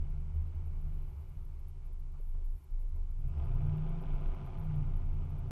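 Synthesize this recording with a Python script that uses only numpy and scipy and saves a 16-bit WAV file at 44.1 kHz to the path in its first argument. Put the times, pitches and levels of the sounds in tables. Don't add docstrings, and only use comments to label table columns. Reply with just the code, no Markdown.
import sys
import numpy as np
from scipy import signal
from scipy.fft import rfft, irfft
from scipy.io import wavfile
from scipy.ndimage import uniform_filter1d

SR = 44100
rng = np.random.default_rng(int(sys.argv[2]) if len(sys.argv) > 2 else 0)


def wav_record(signal):
    frames = np.transpose(np.atleast_2d(signal))
    bounded = np.clip(frames, -1, 1)
    quanta = np.round(bounded * 32767).astype(np.int16)
    wavfile.write(sys.argv[1], SR, quanta)


N = 242981


def undb(db):
    return 10 ** (np.asarray(db) / 20)


def unit(x):
    return x / np.sqrt(np.mean(x ** 2))


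def curves(table):
    s, *columns = np.transpose(table)
    return [np.interp(np.arange(N) / SR, s, column) for column in columns]


def noise(points):
    hz, db = np.transpose(points)
    f = np.maximum(np.arange(N // 2 + 1) * SR / N, 1)
    colour_db = np.interp(np.log(f), np.log(hz), db, left=-100, right=-100)
    return unit(irfft(rfft(rng.standard_normal(N)) * undb(colour_db), N))


def ring(x, hz, width):
    b, a = signal.iirpeak(hz, hz / width, fs=SR)
    return signal.lfilter(b, a, x)


def ring_twice(x, hz, width):
    return ring(ring(x, hz, width), hz, width)


def steady(x, span_s):
    k = int(span_s * SR)
    power = uniform_filter1d(uniform_filter1d(x ** 2, k), k)
    return x / np.sqrt(power + 1e-18)


def walk(rate):
    k = int(SR / rate)
    held = np.repeat(rng.standard_normal(N // k + 1), k)
    return unit(uniform_filter1d(uniform_filter1d(held, k), k)[:N])


def swells(table):
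    t = np.arange(N) / SR
    return sum(undb(db) * np.exp(-np.abs(2 * (t - s) / length) ** 3) for s, length, db in table)


# frequency in Hz, relative density in dB.
HISS_COLOUR = [(200, 7), (3000, 2), (6000, 1), (9000, -0.5), (14000, -6)]
# frequency in Hz, relative density in dB.
FLICKER_COLOUR = [(6000, -35), (9300, -3), (10200, -2.5), (11200, 6), (11900, -5.5), (12700, 11),
                  (13500, 3), (14200, -44)]
# centre in seconds, length in seconds, level in dB.
FIZZ_SPELLS = [(1.12, 0.96, -83.5), (2.27, 0.17, -80.5), (2.58, 0.17, -80)]


def treble(length_s, flicker_db, hiss_db):
    chance = rng.standard_normal((70, 3))
    centres = np.cumsum(np.exp(0.294 * chance[:, 0])) / 10
    lengths = length_s * np.exp(0.45 * chance[:, 1])
    levels_db = flicker_db + 2 * chance[:, 2]
    bursts = zip(centres, lengths, levels_db)
    flicker = noise(FLICKER_COLOUR) * np.maximum(swells(bursts), swells(FIZZ_SPELLS))
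    return flicker + noise(HISS_COLOUR) * undb(hiss_db)


# frequency in Hz, width of one pass in Hz,
# level against the rolling noise in dB.
BODY_PANELS = [(375.2, 36, -3), (856.6, 16, -14), (1393, 77, -22.5), (2150, 86, -20.5), (2282, 44, -20),
               (2927, 57, -22.5), (4470, 100, -31)]


def panels():
    shaking = rng.standard_normal(N)
    return sum(undb(db) * steady(ring_twice(shaking, hz, width), span_s=0.11)
               for hz, width, db in BODY_PANELS)


def thud(hz):
    band = signal.butter(3, [0.57 * hz, 1.29 * hz], "band", fs=SR, output="sos")
    x = signal.sosfilt(band, rng.standard_normal(N))
    panel_hz, panel_width, _ = BODY_PANELS[0]
    return steady(x + ring(x, panel_hz, panel_width), span_s=0.02)


KNOCK_ATTACK_S, KNOCK_RING_S = 0.0013, 0.014


def knock(s, hz, db, decay_s):
    age = np.maximum(np.arange(N) / SR - s, 0)
    note = np.sin(2 * np.pi * hz * age) * np.exp(-age / KNOCK_RING_S)
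    envelope = np.minimum(age / KNOCK_ATTACK_S, 1) * np.exp(-age / decay_s)
    return (0.95 * thud(hz) + note) * undb(db) * envelope


# frequency in Hz, relative density in dB.
TYRE_COLOUR = [(170, -43), (290, -4.5), (343, -4), (377, -4), (435, -14.5), (514, -12), (709, -12.5),
               (932, -7), (1300, -14.5), (1450, -18), (1560, -21.5), (1800, -25), (2220, -18),
               (3330, -28.5), (5000, -36), (6500, -45.5), (11000, -120)]
# time in seconds, level in dB.
ROLL_LEVEL = [(0, -70), (1, -70), (1.8, -73), (2.6, -75.5), (3.2, -74), (4.2, -66.5), (5.5, -68.5)]
# centre in seconds, length in seconds, pitch of the band in Hz,
# level in dB.
ROAD_SCUFFS = [(0.96, 0.05, 430, -71), (1.9, 0.044, 520, -69), (2.387, 0.094, 465, -69.5),
               (2.835, 0.07, 460, -68), (2.986, 0.076, 530, -67.5)]
# start in seconds, pitch in Hz, level before the envelope
# in dB, decay in seconds.
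JOINT_KNOCKS = [(0.667, 624, -62, 0.022), (2.138, 950, -68.5, 0.05), (2.195, 432, -59.5, .015),
                (2.347, 1010, -68, .018)]


def road():
    roll_db, = curves(ROLL_LEVEL)
    scuffs = sum(thud(hz) * swells([(s, length, db)]) for s, length, hz, db in ROAD_SCUFFS)
    knocks = sum(knock(*row) for row in JOINT_KNOCKS)
    rolling = (noise(TYRE_COLOUR) + panels()) * undb(roll_db + 0.82 * walk(25))
    return rolling + scuffs + knocks


# time in seconds, level in dB.
SHUDDER_LEVEL = [(0, -31.5), (.25, -39), (.6, -33), (.8, -34.5), (1.2, -43), (1.7, -40.5), (2.4, -35.5),
                 (3.1, -33), (3.56, -31.5), (3.8, -39.5), (4.13, -28), (4.3, -31), (4.5, -42), (4.86, -33),
                 (5.18, -33.5), (5.5, -41)]
# centre in seconds, length in seconds, depth in dB.
SHUDDER_LULLS = [(0.59, 0.22, -8), (1.17, 0.11, -13), (1.345, 0.045, -23), (1.735, 0.15, -5),
                 (2.631, 0.13, -30), (3.374, 0.21, -13.5), (3.753, 0.06, -5.5), (4.032, 0.12, -7.5),
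                 (4.202, 0.072, -9), (4.402, 0.11, -8.5), (5.294, 0.1, -11.5)]
# frequency in Hz, relative density in dB.
WIND_COLOUR = [(15, -10), (32, 0), (41, -1), (52, -10), (64, -12), (80, -19), (140, -30), (220, -42),
               (600, -64)]
SHAKE_HZ, SHAKE_WANDER_HZ, SHAKE_WOBBLE_DB = 26.7, 0.8, 1.5


def shudder():
    level_db, = curves(SHUDDER_LEVEL)
    level_db = level_db + SHAKE_WOBBLE_DB * walk(13)
    lull_db = sum(depth * swells([(s, length, 0)]) for s, length, depth in SHUDDER_LULLS)
    hz = SHAKE_HZ + SHAKE_WANDER_HZ * walk(4)
    start_phase = rng.uniform(0, 2 * np.pi)
    shake = np.sqrt(2) * np.sin(2 * np.pi * np.cumsum(hz) / SR + start_phase)
    wind = noise(WIND_COLOUR) * undb(level_db + lull_db / 2 - 10)
    return undb(level_db + lull_db) * shake + wind


# frequency in Hz, relative density in dB.
INTAKE_COLOUR = [(1800, 0), (2300, -2.5), (2600, 13), (3000, -9.5), (4000, -30), (4900, -1), (6000, -29),
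                 (8500, -10), (10000, -51)]
# centre in seconds, length in seconds, level in dB.
INTAKE_GULPS = [(3.29, 0.16, -82), (3.42, 0.15, -75.5)]


def intake(puffs):
    return unit(puffs) * noise(INTAKE_COLOUR) * swells(INTAKE_GULPS)


# frequency in Hz, relative density in dB.
GAS_COLOUR = [(130, -37), (220, -7.5), (298, -2), (377, -0.5), (427, -3.5), (520, -7.5), (604, -8),
              (675, -12.5), (733, -26), (796, -26.5), (1460, -13.5), (1620, -21.5), (1800, -30.5),
              (2240, -17), (2600, -21), (2770, -27), (2920, -22), (3360, -28), (4190, -40), (6000, -36.5),
              (7800, -79.5), (13200, -120)]


def gas_rush(puffs, effort_db, load):
    return unit(puffs) * noise(GAS_COLOUR) * undb(effort_db - 1.0 + 1.1 * load)


# frequency in Hz, relative density in dB.
RASP_COLOUR = [(400, -2.5), (900, 1), (1500, 1), (1800, -9.5), (2300, -3), (3300, -7), (4200, -20.5),
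               (6000, -29), (8000, -51)]
RASP_DB, RASP_DECAY_S = -8.5, .0009


def rasp(pulses, effort_db, load):
    pole = np.exp(-1 / (RASP_DECAY_S * SR))
    cracks = signal.lfilter([1], np.poly([pole, pole]), np.cbrt(pulses))
    return unit(cracks) * noise(RASP_COLOUR) * load * undb(effort_db + RASP_DB)


def underbody(x, decay_s):
    t = np.arange(SR // 20) / SR
    echoes = rng.standard_normal(len(t)) * np.exp(-t / decay_s)
    return unit(signal.fftconvolve(x, echoes)[:N])


def resonances(x, table):
    return sum((-1) ** k * undb(db) * ring(x, hz, width) for k, (hz, width, db) in enumerate(table))


# frequency in Hz, width in Hz, gain before the band-pass in dB.
UPPER_PIPE = [(192, 35, -13), (255, 22, -2), (332, 22, -5), (381, 20, 1), (465, 30, -13), (533, 30, -9),
              (628, 22, -10), (683, 18, -1), (791, 22, -5), (863, 18, -4), (915, 24, -9), (1004, 18, -4),
              (1224, 30, -8.5), (1370, 30, -13)]


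def upper_pipes(x):
    band = signal.butter(3, [190, 1500], "band", fs=SR, output="sos")
    return signal.sosfilt(band, resonances(x, UPPER_PIPE))


def buzz(cycle_hz, size=2048):
    pattern = irfft(np.exp(2j * np.pi * rng.random(size // 2 + 1)))
    cycles = np.cumsum(cycle_hz * (1 + .002 * walk(14))) / SR
    return np.interp(cycles, np.arange(size) / size, pattern, period=1)


# frequency in Hz, width before the skirt exponent
# in Hz, gain in dB.
SINGING_PIPE = [(78, 32, 0), (91, 10, -6), (123, 14, -4), (149.5, 20, 1), (165, 26, -22), (191, 30, -5),
                (208, 24, -10), (236, 20, -8), (254, 26, -11), (274, 20, -10)]
SKIRT = 2.12


def pipe_gain(hz):
    return sum(undb(db) / (1 + (2 * (hz - centre) / width) ** 2) ** SKIRT
               for centre, width, db in SINGING_PIPE)


ORDERS = [6, 7, 8, 10, 11, 13, 14, 16, 18, 19, 21, 24]
# level with the throttle shut in dB,
# level with it open in dB.
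ORDER_LEVELS = [(-52.5, -56), (-47.5, -51.5), (-45.5, -38.5), (-52.5, -46.5), (-49, -38.5), (-54, -39.5),
                (-54.5, -51.5), (-54.5, -52), (-70, -60), (-71, -64.5), (-71, -54.5), (-70, -53.5)]
# centre in seconds, length in seconds, multiple of the cycle
# rate, level before the waver in dB.
ORDER_SURGES = [(-0.004, 0.078, 8, -33.5), (0.36, 0.14, 8, -40.5), (0.59, 0.091, 8, -45),
                (1.159, 0.078, 8, -42.5), (1.95, 1.5, 19, -63), (1.99, 1.1, 10, -55),
                (2.993, 0.14, 10, -43.5), (3.176, 0.11, 16, -54), (3.261, 0.089, 14, -45.5),
                (3.405, 0.065, 7, -31.5), (3.706, 0.091, 8, -42), (3.853, 0.34, 13, -47),
                (4.774, 0.092, 13, -42)]
OPENS_S, OPENING_S = 3.14, 0.36
SHUT_DB, LOAD_SPAN_DB = -70, 7


def chord(cycle_hz, load, effort_db):
    turn = 2 * np.pi * np.cumsum(cycle_hz) / SR
    throttle = np.clip((np.arange(N) / SR - OPENS_S) / OPENING_S, 0, 1)
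    coasting_db = np.minimum(effort_db - SHUT_DB, 0)
    waver = .04 * (1 - .6 * load) * walk(16)
    tones = 0
    for k, (shut_db, open_db) in zip(ORDERS, ORDER_LEVELS):
        level_db = shut_db + (open_db - shut_db) * throttle + coasting_db
        gain = pipe_gain(k * cycle_hz) * undb(level_db)
        surge = swells([(s, length, db) for s, length, multiple, db in ORDER_SURGES if round(multiple) == k])
        flutter = undb((1.8 - .3 * load) * walk(18))
        tone = np.sin(k * (turn + waver) + rng.uniform(0, 2 * np.pi))
        tones = tones + (gain + surge) * flutter * tone
    return np.sqrt(2) * tones


BOOM_HZ, BOOM_WIDTH_HZ = 74.45, 15.8
DRONE_HZ, DRONE_WIDTH_HZ = 137.7, 25.2
BOOM_DB, BOOM_SLOPE, BOOM_LOAD_DB = -45.5, 0.7, -11
DRONE_OVER_EFFORT_DB, DRONE_TOP_DB = 17, -49.5


def low_pipes(lumps, effort_db, load):
    boom_db = BOOM_DB + BOOM_SLOPE * (effort_db - SHUT_DB) + BOOM_LOAD_DB * load
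    drone_db = np.minimum(effort_db + DRONE_OVER_EFFORT_DB, DRONE_TOP_DB)
    boom = steady(ring_twice(lumps, BOOM_HZ, BOOM_WIDTH_HZ), span_s=0.11) * undb(boom_db)
    drone = steady(ring_twice(lumps, DRONE_HZ, DRONE_WIDTH_HZ), span_s=0.041) * undb(drone_db)
    return boom + drone


CYLINDER_STRENGTHS = [2.5, -10, 6.5, 3.5, -8, -3, 1.5, -2]


def firings(cycle_hz, load, idle_scatter_db, load_scatter_db, jitter_s):
    phase = np.cumsum(cycle_hz) * len(CYLINDER_STRENGTHS) / SR
    at = np.flatnonzero(np.diff(np.floor(phase), prepend=-1))
    chance = rng.standard_normal((len(at), 2))
    scatter_db = idle_scatter_db + (load_scatter_db - idle_scatter_db) * load[at]
    size = undb(np.resize(CYLINDER_STRENGTHS, len(at)) + scatter_db * chance[:, 0])
    late_s = jitter_s * scatter_db * chance[:, 1]
    pulses = np.zeros(N)
    np.add.at(pulses, np.clip(at + (late_s * SR).astype(int), 0, N - 1), size)
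    return pulses


# time in seconds, four-stroke cycle rate in Hz.
ENGINE_SPEED = [(0.0, 8.98), (0.6, 10.2), (0.85, 9.5), (1.15, 8.6), (1.45, 7.22), (2.55, 7.22), (3.1, 7.6),
                (3.2, 8.2), (3.3, 9.55), (3.42, 10.72), (3.6, 11.15), (3.75, 11.63), (3.9, 12.17),
                (4.1, 13.05), (4.22, 12.94), (4.45, 12.79), (4.6, 12.03), (4.8, 11.34), (5.0, 10.3),
                (5.15, 10.38), (5.51, 10.91)]
# time in seconds, reference level in dB.
ENGINE_EFFORT = [(0.05, -69), (1.0, -71), (1.7, -78.5), (2.38, -79), (2.67, -84.5), (3.12, -76.5),
                 (3.28, -68), (3.41, -61.5), (3.54, -63.5), (3.7, -62), (4.28, -60.5), (5.05, -65.5),
                 (5.48, -64.5)]
HOWL_DB, HOWL_LOAD_DB = -6, 10
PUFF_DEPTH = .35


def exhaust():
    (cycle_hz,), (effort_db,) = curves(ENGINE_SPEED), curves(ENGINE_EFFORT)
    load = np.clip((effort_db - SHUT_DB) / LOAD_SPAN_DB, 0, 1)
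    crank_hz = cycle_hz * (1 + (.025 - .023 * load) * walk(18))
    pulses = firings(crank_hz, load, idle_scatter_db=2.5, load_scatter_db=2.0, jitter_s=.00009)
    lumps = pulses * (.8 + rng.standard_normal(N))
    blows = 0.42 * unit(pulses) + 0.37 * unit(lumps) + underbody(lumps, decay_s=0.023)
    bark = steady(upper_pipes(blows), span_s=0.14) * undb(effort_db - 5.0 + 1.4 * load)
    howl_db = effort_db + HOWL_DB + HOWL_LOAD_DB * load
    howl = steady(upper_pipes(buzz(cycle_hz)), span_s=0.11) * undb(howl_db)
    firing_phase = 2 * np.pi * len(CYLINDER_STRENGTHS) * np.cumsum(crank_hz) / SR
    puffs = (1 + PUFF_DEPTH * np.cos(firing_phase)) * undb(1.2 * walk(240))
    pipes = chord(cycle_hz, load, effort_db) + low_pipes(lumps, effort_db, load) + bark + howl
    return pipes + gas_rush(puffs, effort_db, load) + rasp(pulses, effort_db, load) + intake(puffs)


def scene():
    fizz = treble(length_s=0.017, flicker_db=-78.0, hiss_db=-81.5)
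    return (fizz + road() + shudder() + exhaust())[None]


TOP_HZ = 13900


def record(dry):
    return signal.sosfilt(signal.ellip(8, .2, 70, TOP_HZ, fs=SR, output="sos"), dry)


dry = scene()
out = record(dry)
wav_record(out)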